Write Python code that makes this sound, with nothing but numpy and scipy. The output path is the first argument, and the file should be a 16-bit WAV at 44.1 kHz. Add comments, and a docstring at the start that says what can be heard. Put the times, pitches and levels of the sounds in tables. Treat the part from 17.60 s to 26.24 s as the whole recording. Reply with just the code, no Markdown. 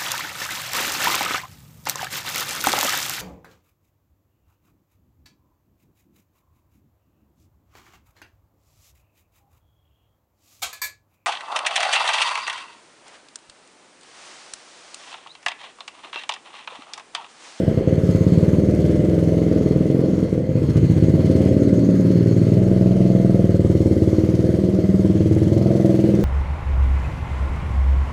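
"""The low, quick thumping of a motorcycle creeping through a concrete garage, as its rider hears it.
Each firing of the one cylinder thumps out of the muffler and bounces off walls, roof and parked cars.
The garage's own deep notes swell and fade as the bike rolls through them. The engine stumbles twice
under the clutch, sounds duller as it slows and rasps as the throttle opens. Above the thumps, the
valves tick, the cooling fins ring and the chain clinks faintly."""
import sys
import numpy as np
from scipy import signal
from scipy.fft import rfft, irfft, next_fast_len
from scipy.io import wavfile
from scipy.ndimage import uniform_filter1d, minimum_filter1d, map_coordinates

SR = 44100
rng = np.random.default_rng(int(sys.argv[2]) if len(sys.argv) > 2 else 0)


def unload_wav(signal):
    """Save mono or channel-first audio to the path in sys.argv[1] as 16-bit WAV at rate SR, clipped to [-1, 1]."""
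    wavfile.write(
        sys.argv[1],
        SR,
        np.round(np.clip(np.atleast_2d(signal).T, -1, 1) * 32767).astype(np.int16),
    )


N = 381024
IDLE_HZ = 19.6  # engine cycles a second; one cycle is two crank turns and one firing

# The rider's hand on the throttle. Each row: time in seconds, opening from 0 to 1.
THROTTLE_OPENING = [(2.9, 0.22), (3.1, .38), (3.85, 0.1), (4.3, 0), (7.3, 0), (7.8, 0.6), (8.15, 0.7),
                    (8.6, 0.4)]
# The bright tone of ticking metal. Each row: frequency in Hz, relative level in dB.
TICK_TONE = [(2200, -29), (3500, -2), (4300, -0.5), (5000, -0.5), (6600, -2), (7400, -5.5), (8300, -4),
             (9000, -10), (10200, -8), (11500, -12.5), (13000, -13), (15000, -19)]


def amp(db):
    """Turn decibels into a gain."""
    return 10 ** (np.asarray(db) / 20)


def unit(x):
    """Scale a signal to an average (rms) level of 1."""
    return x / np.sqrt(np.mean(x ** 2) + 1e-20)


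def steady(x, span):
    """Hold the level near 1, evening out changes slower than about span seconds."""
    size = int(span * SR)
    power = uniform_filter1d(uniform_filter1d(x ** 2, size), size)
    return x / np.sqrt(np.abs(power) + 1e-20)


def along(points, hz):
    """Read between (Hz, value) points on a logarithmic frequency scale."""
    f, values = np.transpose(points)
    return np.interp(np.log(hz + 1), np.log(f + 1), values)


def curves(rows, t):
    """Read a table at the times t: one curve for each column after the first."""
    seconds, *columns = np.transpose(rows)
    return [np.interp(t, seconds, column) for column in columns]


def wobble(t, rate):
    """A smooth random curve that passes through rate random values a second."""
    return map_coordinates(rng.standard_normal(int(N / SR * rate) + 4), [t * rate], mode="nearest")


def impulses(times, sizes):
    """One spike at each time."""
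    return np.bincount(np.clip(times * SR, 0, N).astype(int), sizes, N + 1)[:N]


def stroke(cycles, centre, width):
    """A smooth bump of height 1 in each engine cycle; the firing comes near 0.75 of the cycle."""
    return np.exp((np.cos(2 * np.pi * (cycles - centre)) - 1) / width)


def filtered(x, response):
    """Multiply each frequency f in x by response(f)."""
    size = next_fast_len(N + SR // 2)
    return irfft(rfft(x, size) * response(np.fft.rfftfreq(size, 1 / SR)), size)[..., :N]


def slope(f, kind, corner_hz, order):
    """A response that lets "low" or "high" frequencies pass; a higher order cuts more steeply."""
    return signal.freqs(*signal.butter(order, 1, kind, analog=True), f / corner_hz)[1]


def resonances(modes, f):
    """The joint response of ringing notes, each given as (Hz, width in Hz, dB)."""
    return sum(amp(db) * 1j * f * width / (hz * hz - f * f + 1j * f * width) for hz, width, db in modes)


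def ring(x, hz, width_hz):
    """Let x ring at one note; a narrower width rings longer."""
    return signal.lfilter(*signal.iirpeak(hz, hz / width_hz, fs=SR), x)


def patchy_noise(patchy_db):
    """Hiss with drifting louder and softer patches."""
    spectrum = signal.stft(rng.standard_normal(N), nperseg=512)[2]
    patches = uniform_filter1d(rng.standard_normal(spectrum.shape), size=6, axis=0)
    patches = uniform_filter1d(patches, size=24, axis=1)
    return unit(signal.istft(spectrum * amp(patchy_db * unit(patches)), nperseg=512)[1][:N])


def firings(t, cycles, scatter_db, lead_s, jitter_s):
    """When and how hard the engine fires, once a cycle; no two burns are quite alike."""
    # Cycles that barely fire. Each row: time in seconds, strength in dB against a normal firing.
    misfires = [(.036, -20), (.129, -24), (.226, -24), (2.68, -20), (2.835, -20)]
    times = np.interp(np.arange(-1 / 4, cycles[-1] - 1 / 4), cycles, t) - lead_s
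    strength_db = scatter_db * rng.standard_normal(len(times))
    for when, weak_db in misfires:
        strength_db[np.argmin(abs(times - when))] = weak_db
    return times + jitter_s * rng.standard_normal(len(times)), amp(strength_db)


def exhaust(t, speed, times, sizes, bark_db, level_db):
    """Each firing thumps out of the pipe. A labouring engine booms; a faster one sounds thinner."""
    # How hard the engine works. Each row: time in seconds, exhaust level in dB.
    effort = [(0.17, -17), (0.26, -16), (0.28, -16.5), (0.42, -15.5), (0.79, -13), (1.0, -15), (2.43, -16),
              (2.84, -19.5), (3.02, -16.5), (3.22, -13.3), (5.87, -13.5), (7.09, -16.5), (7.36, -14.5),
              (8.33, -14.5), (8.45, -14.5)]
    # The borders between the exhaust's five bands, in Hz.
    borders_hz = [72, 140, 240, 420]
    # The four lower bands, deepest first. Each row: relative level in dB, dB gained per Hz above idle.
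    low_bands = [(-21, -1), (-4.5, -0.83), (-1, 0), (-3.5, 0.3)]
    # The deepest bass along the way. Each row: time in seconds, boost in dB.
    bass = [(0.6, -1), (1.7, -1), (2.4, -6), (2.8, 2), (3.3, 0.5), (3.9, -1), (4.7, -1.5), (5.5, 2),
            (6.5, 2.5), (7.8, -3), (8.6, 2)]
    # The top band, the exhaust's bark. Each row: time in seconds, relative level in dB.
    bark = [(0.05, -24.5), (2.53, -28), (3.32, -33), (3.65, -27), (4.68, -32), (5.06, -25.5), (5.31, -26.5),
            (5.59, -24), (7.68, -29.5), (8.26, -21.5), (8.38, -24), (8.45, -25.5)]
    blows = impulses(times, sizes)
    heard = pipe(garage(blows, times, sizes, echo_db=-1.5, tail_db=-2.0, dull_hz=590), t)
    below = lambda f: [0 * f] + [1 / (1 + (f / hz) ** 16) for hz in borders_hz] + [1 + 0 * f]
    bands = filtered(heard, lambda f: np.diff(below(f), axis=0))
    effort_db, bass_db = curves(effort, t)[0], curves(bass, t)[0]
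    levels = [db + per_hz * (speed - IDLE_HZ) for db, per_hz in low_bands]
    levels[0] += bass_db
    levels[1] += bass_db / 2
    levels.append(curves(bark, t)[0] - effort_db + bark_db)
    thumps = np.zeros(N)
    for db, band in zip(levels, bands):
        burn_db = np.interp(t, times, rng.standard_normal(len(times)))  # each burn has its own tone
        thumps += amp(db + burn_db) * steady(band, span=0.45)
    thumps += standing_waves(t, pipe(blows, t))
    return amp(effort_db + level_db) * steady(thumps, span=0.18)


def pipe(x, t):
    """The pipe rings and the muffler dulls it; hotter gas carries sound faster and raises the tone."""
    # The pipe's ringing notes. Each row: frequency in Hz, width in Hz, strength in dB.
    pipe_notes = [(324.8, 26, -7.5), (523.5, 27, -3), (613, 52, -4)]
    # Bands the muffler cancels. Each row: frequency in Hz, width in Hz, cancelled part in dB.
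    notches = [(234, 21, -6.5), (575, 35, -5.5)]
    # The heat of the gas. Each row: time in seconds, speed of sound as a multiple of that at idle.
    gas_heat = [(0, 1.01), (.8, .965), (1.6, 1.0), (2.4, 1.01), (3.15, .975), (3.8, 1.01), (4.4, .995),
                (5.4, 1.06), (6.7, .995), (7.7, 1.0), (8.1, 1.06), (8.6, 1.035)]

    def tone(f):
        """The pipe's mouth gives out little bass, and the muffler cuts the treble steeply."""
        mouth = slope(f, "high", corner_hz=73, order=3) * slope(f, "high", corner_hz=78, order=1)
        muffler = slope(f, "low", corner_hz=247, order=1) * slope(f, "low", corner_hz=579, order=9)
        return -mouth * muffler * (1 - resonances(notches, f)) * (1 + resonances(pipe_notes, f))

    # Stretch time by the speed of sound, filter, then stretch back: all the notes move together.
    clock = np.cumsum(curves(gas_heat, t)[0] * (1 + .008 * wobble(t, 6)))
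    even_clock = np.linspace(clock[0], clock[-1], N)
    soft = filtered(x, lambda f: 1 / (1 + (f / 3000) ** 8))
    rung = filtered(np.interp(even_clock, clock, soft), lambda f: tone(f * N / clock[-1]))
    return np.interp(clock, even_clock, rung)


def garage(blows, times, sizes, echo_db, tail_db, dull_hz):
    """The blows reach the rider directly, as echoes, as a fading wash and as the room's ringing."""
    # The wash is weak in the bass and stronger higher up. Each row: frequency in Hz, gain in dB.
    tail_tone = [(100, -3), (240, -4.5), (420, -3), (620, 0), (760, 1)]
    # Notes that ring all over the garage. Each row: frequency in Hz, width in Hz, gain in dB.
    booms = [(180.1, 4.1, 5.5), (314.6, 49, -0.5), (519, 10.6, -4), (626.6, 19, 2)]
    early = blows + amp(echo_db) * echoes(times, sizes, waver_db=1.0)
    # The rider's body shades the pipe, so higher sounds arrive mostly as wash and ringing.
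    early = filtered(early, lambda f: 1 / (1 + (f / dull_hz) ** 8))
    tail = filtered(reverberation(blows), lambda f: amp(along(tail_tone, f)))
    ringing = sum(amp(db) * ring(blows, hz, width) for hz, width, db in booms)
    return early + amp(tail_db) * tail + ringing


def echoes(times, sizes, waver_db):
    """Walls and parked cars throw the blows back while the bike is near them."""
    # Each row: time when nearest in seconds, fade time either side in seconds, delay in ms, gain.
    walls = [(.3, 1.5, 7.44, 0.67), (.2, 1.1, 34.9, .95), (.9, 0.53, 40.6, .42), (1.5, 1.2, 12.06, 0.46),
             (3.35, 0.27, 34.5, 1), (3.4, 0.43, 11.75, 1), (3.4, 0.67, 19.1, 0.49), (4.7, 0.47, 18, 1),
             (4.7, 0.56, 5.1, 0.35), (4.9, 0.49, 7.13, 0.39), (5.2, 0.64, 15.6, 0.3),
             (6.3, 0.59, 10.63, 0.63), (7, 1.3, 8.8, 0.26), (8, 1, 30, 0.48), (8.3, 0.62, 15.6, 0.45),
             (8.6, 0.5, 6.03, 0.24)]
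    out = np.zeros(N)
    for nearest, reach, delay_ms, gain in walls:
        nearness = np.exp(-((times - nearest) / reach) ** 2)
        waver = amp(waver_db * wobble(times, 3.9))
        out += impulses(times + delay_ms / 1000, sizes * gain * nearness * waver)
    return out


def reverberation(x, places=14):
    """Countless echoes blur into a fading wash, which changes from one place on the way to the next."""
    # Each row: frequency in Hz, seconds the wash takes to fade by 60 dB.
    fade_times = [(80, 0.4), (300, 0.68), (700, 0.48), (4000, 0.13)]
    out, hop = np.zeros(N + 2 * SR), N // places + 1
    padded = np.pad(x, (hop, 2 * hop))
    for start in range(0, N + hop, hop):
        hz, age, noise = signal.stft(rng.standard_normal(SR // 2), SR, nperseg=256)
        fade = amp(-60 * age / along(fade_times, hz)[:, None])
        rise = 1 - np.exp(-age / 0.01)
        tail = signal.istft(noise * fade * rise, SR, nperseg=256)[1]
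        part = padded[start:start + 2 * hop] * np.sin(np.linspace(0, np.pi, 2 * hop))
        wash = signal.fftconvolve(part, tail / np.linalg.norm(tail))
        out[start:start + len(wash)] += wash
    return out[hop:hop + N]


def standing_waves(t, blows):
    """A note of the room swells and fades as the rider passes a spot where its pressure peaks."""
    # Each row: time when nearest in seconds, fade time either side in seconds, frequency in Hz,
    # width in Hz, relative level in dB.
    loud_spots = [(.05, 0.22, 650, 13, -11.5), (.55, 0.5, 94, 15, -3), (.45, 0.79, 140, 26, -2.5),
                  (.7, 0.34, 177, 9.5, -2.5), (1.6, 0.34, 87, 15, -12), (1.7, 0.96, 311.3, 14, -12),
                  (2.3, 0.22, 137.3, 15, -2), (2.88, 0.14, 520, 3.5, -7.5), (3.37, 0.32, 98.4, 7.3, -5.5),
                  (3.35, 0.2, 175.2, 2.7, -2.5), (3.4, 0.35, 314.5, 2.9, -10.5),
                  (4.24, 0.32, 279.5, 2, -1.5), (4.4, 0.24, 176, 4.2, -1.5), (4.58, 0.44, 358, 6, -9),
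                  (4.44, 0.79, 530, 9.2, -13), (4.19, 0.36, 607, 6.2, -16.5), (5.52, .45, 660, 23, -16.5),
                  (6.4, .6, 368, 25, -14), (7.82, 0.35, 92.4, 17, -3), (2.23, 0.52, 428, 20, -11),
                  (5.23, 0.72, 117, 8.8, 0), (5.5, 0.52, 185.5, 8.6, 2.5), (6.334, 0.55, 319, 20, -2.5),
                  (7.1, 0.24, 358, 5.8, -5), (6.157, 0.65, 99, 26, -0.5), (7.3, 0.29, 191, 1.3, 5),
                  (7.71, 0.48, 104, 8.1, 0.5), (8.2, 0.26, 132, 25, -2.5), (7.7, 0.34, 320, 19, -0.5),
                  (8.34, 0.22, 324, 15, 2.5), (7.17, 0.79, 645, 50, -18.5), (8.2, 0.21, 670, 51, -8.5),
                  (8.45, 0.41, 191, 4.3, 1.5)]
    out = np.zeros(N)
    for nearest, reach, hz, width, db in loud_spots:
        nearness = np.exp(-((t - nearest) / reach) ** 2)
        out += amp(db) * nearness * steady(ring(blows, hz, width), span=0.19)
    return out


def frame_shake(t, cycles, level_db):
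    """The unbalanced piston shakes the frame once per crank turn, twice a cycle."""
    # Each row: time in seconds, relative level in dB.
    shaking = [(0.05, -37), (1.3, -51), (1.36, -39), (4.78, -47), (5.13, -31), (6.71, -44), (8.5, -40)]
    return amp(curves(shaking, t)[0] + level_db) * unit(np.sin(4 * np.pi * cycles))


def engine_rattle(t, speed, cycles, times, sizes, clatter_db, ticking_db, tick_db):
    """Piston and chain noise swell after each firing, more under load; the valves add bright ticks."""
    # Each row: time in seconds, then the relative levels of clatter and of ticking in dB.
    loudness = [(0.1, -44.5, -53), (0.24, -45.5, -57), (0.48, -45, -50.5), (0.92, -44, -51),
                (1.04, -47.5, -53.5), (1.3, -45.5, -51), (2.62, -47, -54), (2.72, -48, -55),
                (2.87, -50.5, -59), (3.02, -47, -55), (3.14, -45.5, -52.5), (3.5, -45, -52),
                (3.78, -43, -49), (4.0, -46, -51.5), (5.56, -47, -53), (6.64, -46.5, -50.5),
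                (7.09, -48, -53), (8.55, -44.5, -50)]
    # The clatter's tone. Each row: frequency in Hz, relative level in dB.
    clatter_tone = [(300, -6.5), (700, 4), (900, 2.5), (1200, 0.5), (1700, -1.5), (2200, -4.5),
                    (2550, -6.5), (3200, -5), (3700, -14), (6000, -67)]
    # The ringing of the engine cases and fins. Each row: frequency in Hz, width in Hz, strength in dB.
    case_notes = [(2057, 135, 2), (6550, 320, -23)]
    cases = lambda f: 1 + resonances(case_notes, f)
    # The load rises as the clutch drags the engine below idle and as the throttle opens.
    load = np.clip(0.33 + 0.026 * (IDLE_HZ - speed) + 0.25 * curves(THROTTLE_OPENING, t)[0], 0, 1)
    unevenness = amp(1.8 * rng.standard_normal(len(times)))  # no two cycles rattle equally hard
    force = np.interp(t, times, sizes * unevenness) * load
    clatter = patchy_noise(patchy_db=1.5) * (1 + 1.4 * force * stroke(cycles, centre=0.95, width=0.94))
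    clatter = filtered(clatter, lambda f: amp(along(clatter_tone, f)) * cases(f))
    ticks = valve_ticks(t, times, lag_s=.0105, spread_s=.011, fade_s=.008)
    swell = 0.55 * stroke(cycles, centre=1.05, width=1.0) + amp(tick_db) * ticks
    ticking = patchy_noise(patchy_db=1.5) * (1 + force * swell)
    ticking = filtered(ticking, lambda f: amp(along(TICK_TONE, f)) * cases(f))
    clatter_curve, ticking_curve = curves(loudness, t)
    clatter = amp(clatter_curve + clatter_db) * steady(clatter, span=0.2)
    ticking = amp(ticking_curve + ticking_db + 0.44 * wobble(t, 7)) * steady(ticking, span=0.38)
    return clatter + ticking


def valve_ticks(t, times, lag_s, spread_s, fade_s, count=5):
    """The loudness curve of the valves' taps, which bunch up just after each firing and thin out."""
    lags = lag_s + rng.exponential(spread_s, (len(times), count))
    taps = impulses((times[:, None] + lags).ravel(), amp(4 * rng.standard_normal(lags.size)))
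    fade = amp(-60 * t[:SR // 20] / fade_s)
    power = signal.fftconvolve(taps ** 2, fade ** 2)[:N]
    return np.sqrt(np.abs(power))


def fin_ring(t, ring_hz, width_hz, flicker_db, level_db):
    """A cooling fin rings unevenly as the engine shakes it, louder after each stumble."""
    # Each row: time in seconds, relative level in dB.
    loudness = [(0, -63.5), (.7, -52.5), (1.4, -61), (2.2, -58), (2.85, -60.5), (3.5, -55), (4.6, -53.5),
                (5.2, -59), (8.6, -59)]
    note = unit(ring(rng.standard_normal(N), ring_hz, width_hz))
    note = unit(ring(note, ring_hz, 2 * width_hz))
    flicker = amp(flicker_db * np.tanh(wobble(t, 24)))
    return amp(curves(loudness, t)[0] + level_db) * unit(note * flicker)


def throttle_rasp(t, cycles, centre_hz, width_hz, level_db):
    """With the throttle open, gas rushes out hoarsely after each firing."""
    hiss = ring(rng.standard_normal(N), centre_hz, width_hz)
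    hiss = unit(ring(hiss, centre_hz, width_hz))
    puffs = unit(hiss * stroke(cycles, centre=0.87, width=0.65))
    return amp(level_db) * curves(THROTTLE_OPENING, t)[0] ** 2 * puffs


def chain_clinks(t, rise_s, fade_s, level_db):
    """The drive chain jerks tight and gives short, bright rattles."""
    # Each row: start in seconds, relative level in dB.
    jerks = [(3.0994, -38.5), (3.169, -34), (3.658, -40), (3.712, -38), (3.759, -40), (4.083, -43),
             (4.9357, -39), (6.7483, -39), (7.6635, -41), (7.826, -41), (7.928, -38), (7.9763, -37),
             (8.024, -39), (8.158, -38), (8.257, -37), (8.401, -39)]
    starts, db = np.transpose(jerks)
    age = t[:SR // 10]
    shape = amp(-60 * age / fade_s) * (1 - np.exp(-age / rise_s))
    bursts = signal.fftconvolve(impulses(starts, amp(db + level_db)), shape)[:N]
    tone = lambda f: amp(along(TICK_TONE, f)) * slope(f, "low", corner_hz=8000, order=2)
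    return bursts * unit(filtered(rng.standard_normal(N), tone))


def scene():
    """The engine's speed sets the beat, and all the sounds add up in one channel."""
    # Each row: time in seconds, engine cycles a second.
    engine_speed = [(0.0, 22.04), (0.6, 16.52), (0.71, 18.52), (1.02, 19.61), (1.27, 18.85), (1.42, 21.86),
                    (1.65, 20.78), (1.69, 21.27), (2.17, 19.93), (2.27, 22.3), (2.74, 20.01), (2.93, 15.58),
                    (3.2, 13.72), (3.61, 19.04), (3.99, 18.53), (4.51, 18.65), (4.51, 19.34), (4.9, 19.08),
                    (4.96, 20.68), (5.78, 20.6), (5.9, 19.62), (6.48, 18.17), (6.95, 20.63), (7.22, 19.45),
                    (7.65, 18.78), (7.82, 18.91), (7.99, 21.81), (8.64, 19.77)]
    t = np.arange(N) / SR
    speed = curves(engine_speed, t)[0]
    cycles = np.cumsum(speed) / SR
    times, sizes = firings(t, cycles, scatter_db=1.0, lead_s=0.004, jitter_s=0.0003)
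    mix = exhaust(t, speed, times, sizes, bark_db=4.0, level_db=0.12)
    mix += frame_shake(t, cycles, level_db=-2.0)
    mix += throttle_rasp(t, cycles, centre_hz=776, width_hz=130, level_db=-44.5)
    mix += engine_rattle(t, speed, cycles, times, sizes, clatter_db=2.0, ticking_db=0.5, tick_db=7.5)
    mix += fin_ring(t, ring_hz=4330, width_hz=330, flicker_db=5, level_db=0)
    mix += fin_ring(t, ring_hz=6550, width_hz=500, flicker_db=7, level_db=-4)
    mix += chain_clinks(t, rise_s=0.0018, fade_s=0.051, level_db=-3.5)
    return mix[None]


def record(dry):
    """Ease the volume down around the highest peaks and cut off the very top of the treble."""
    ceiling_db, lookahead_s, top_hz = -1, 0.015, 15200
    size = int(lookahead_s * SR)
    needed = np.minimum(1, amp(ceiling_db) / (np.abs(dry) + 1e-9))
    held = minimum_filter1d(needed, 2 * size)
    gain = uniform_filter1d(uniform_filter1d(held, size), size)
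    return filtered(dry * gain, lambda hz: hz < top_hz)


dry = scene()
out = record(dry)
unload_wav(out)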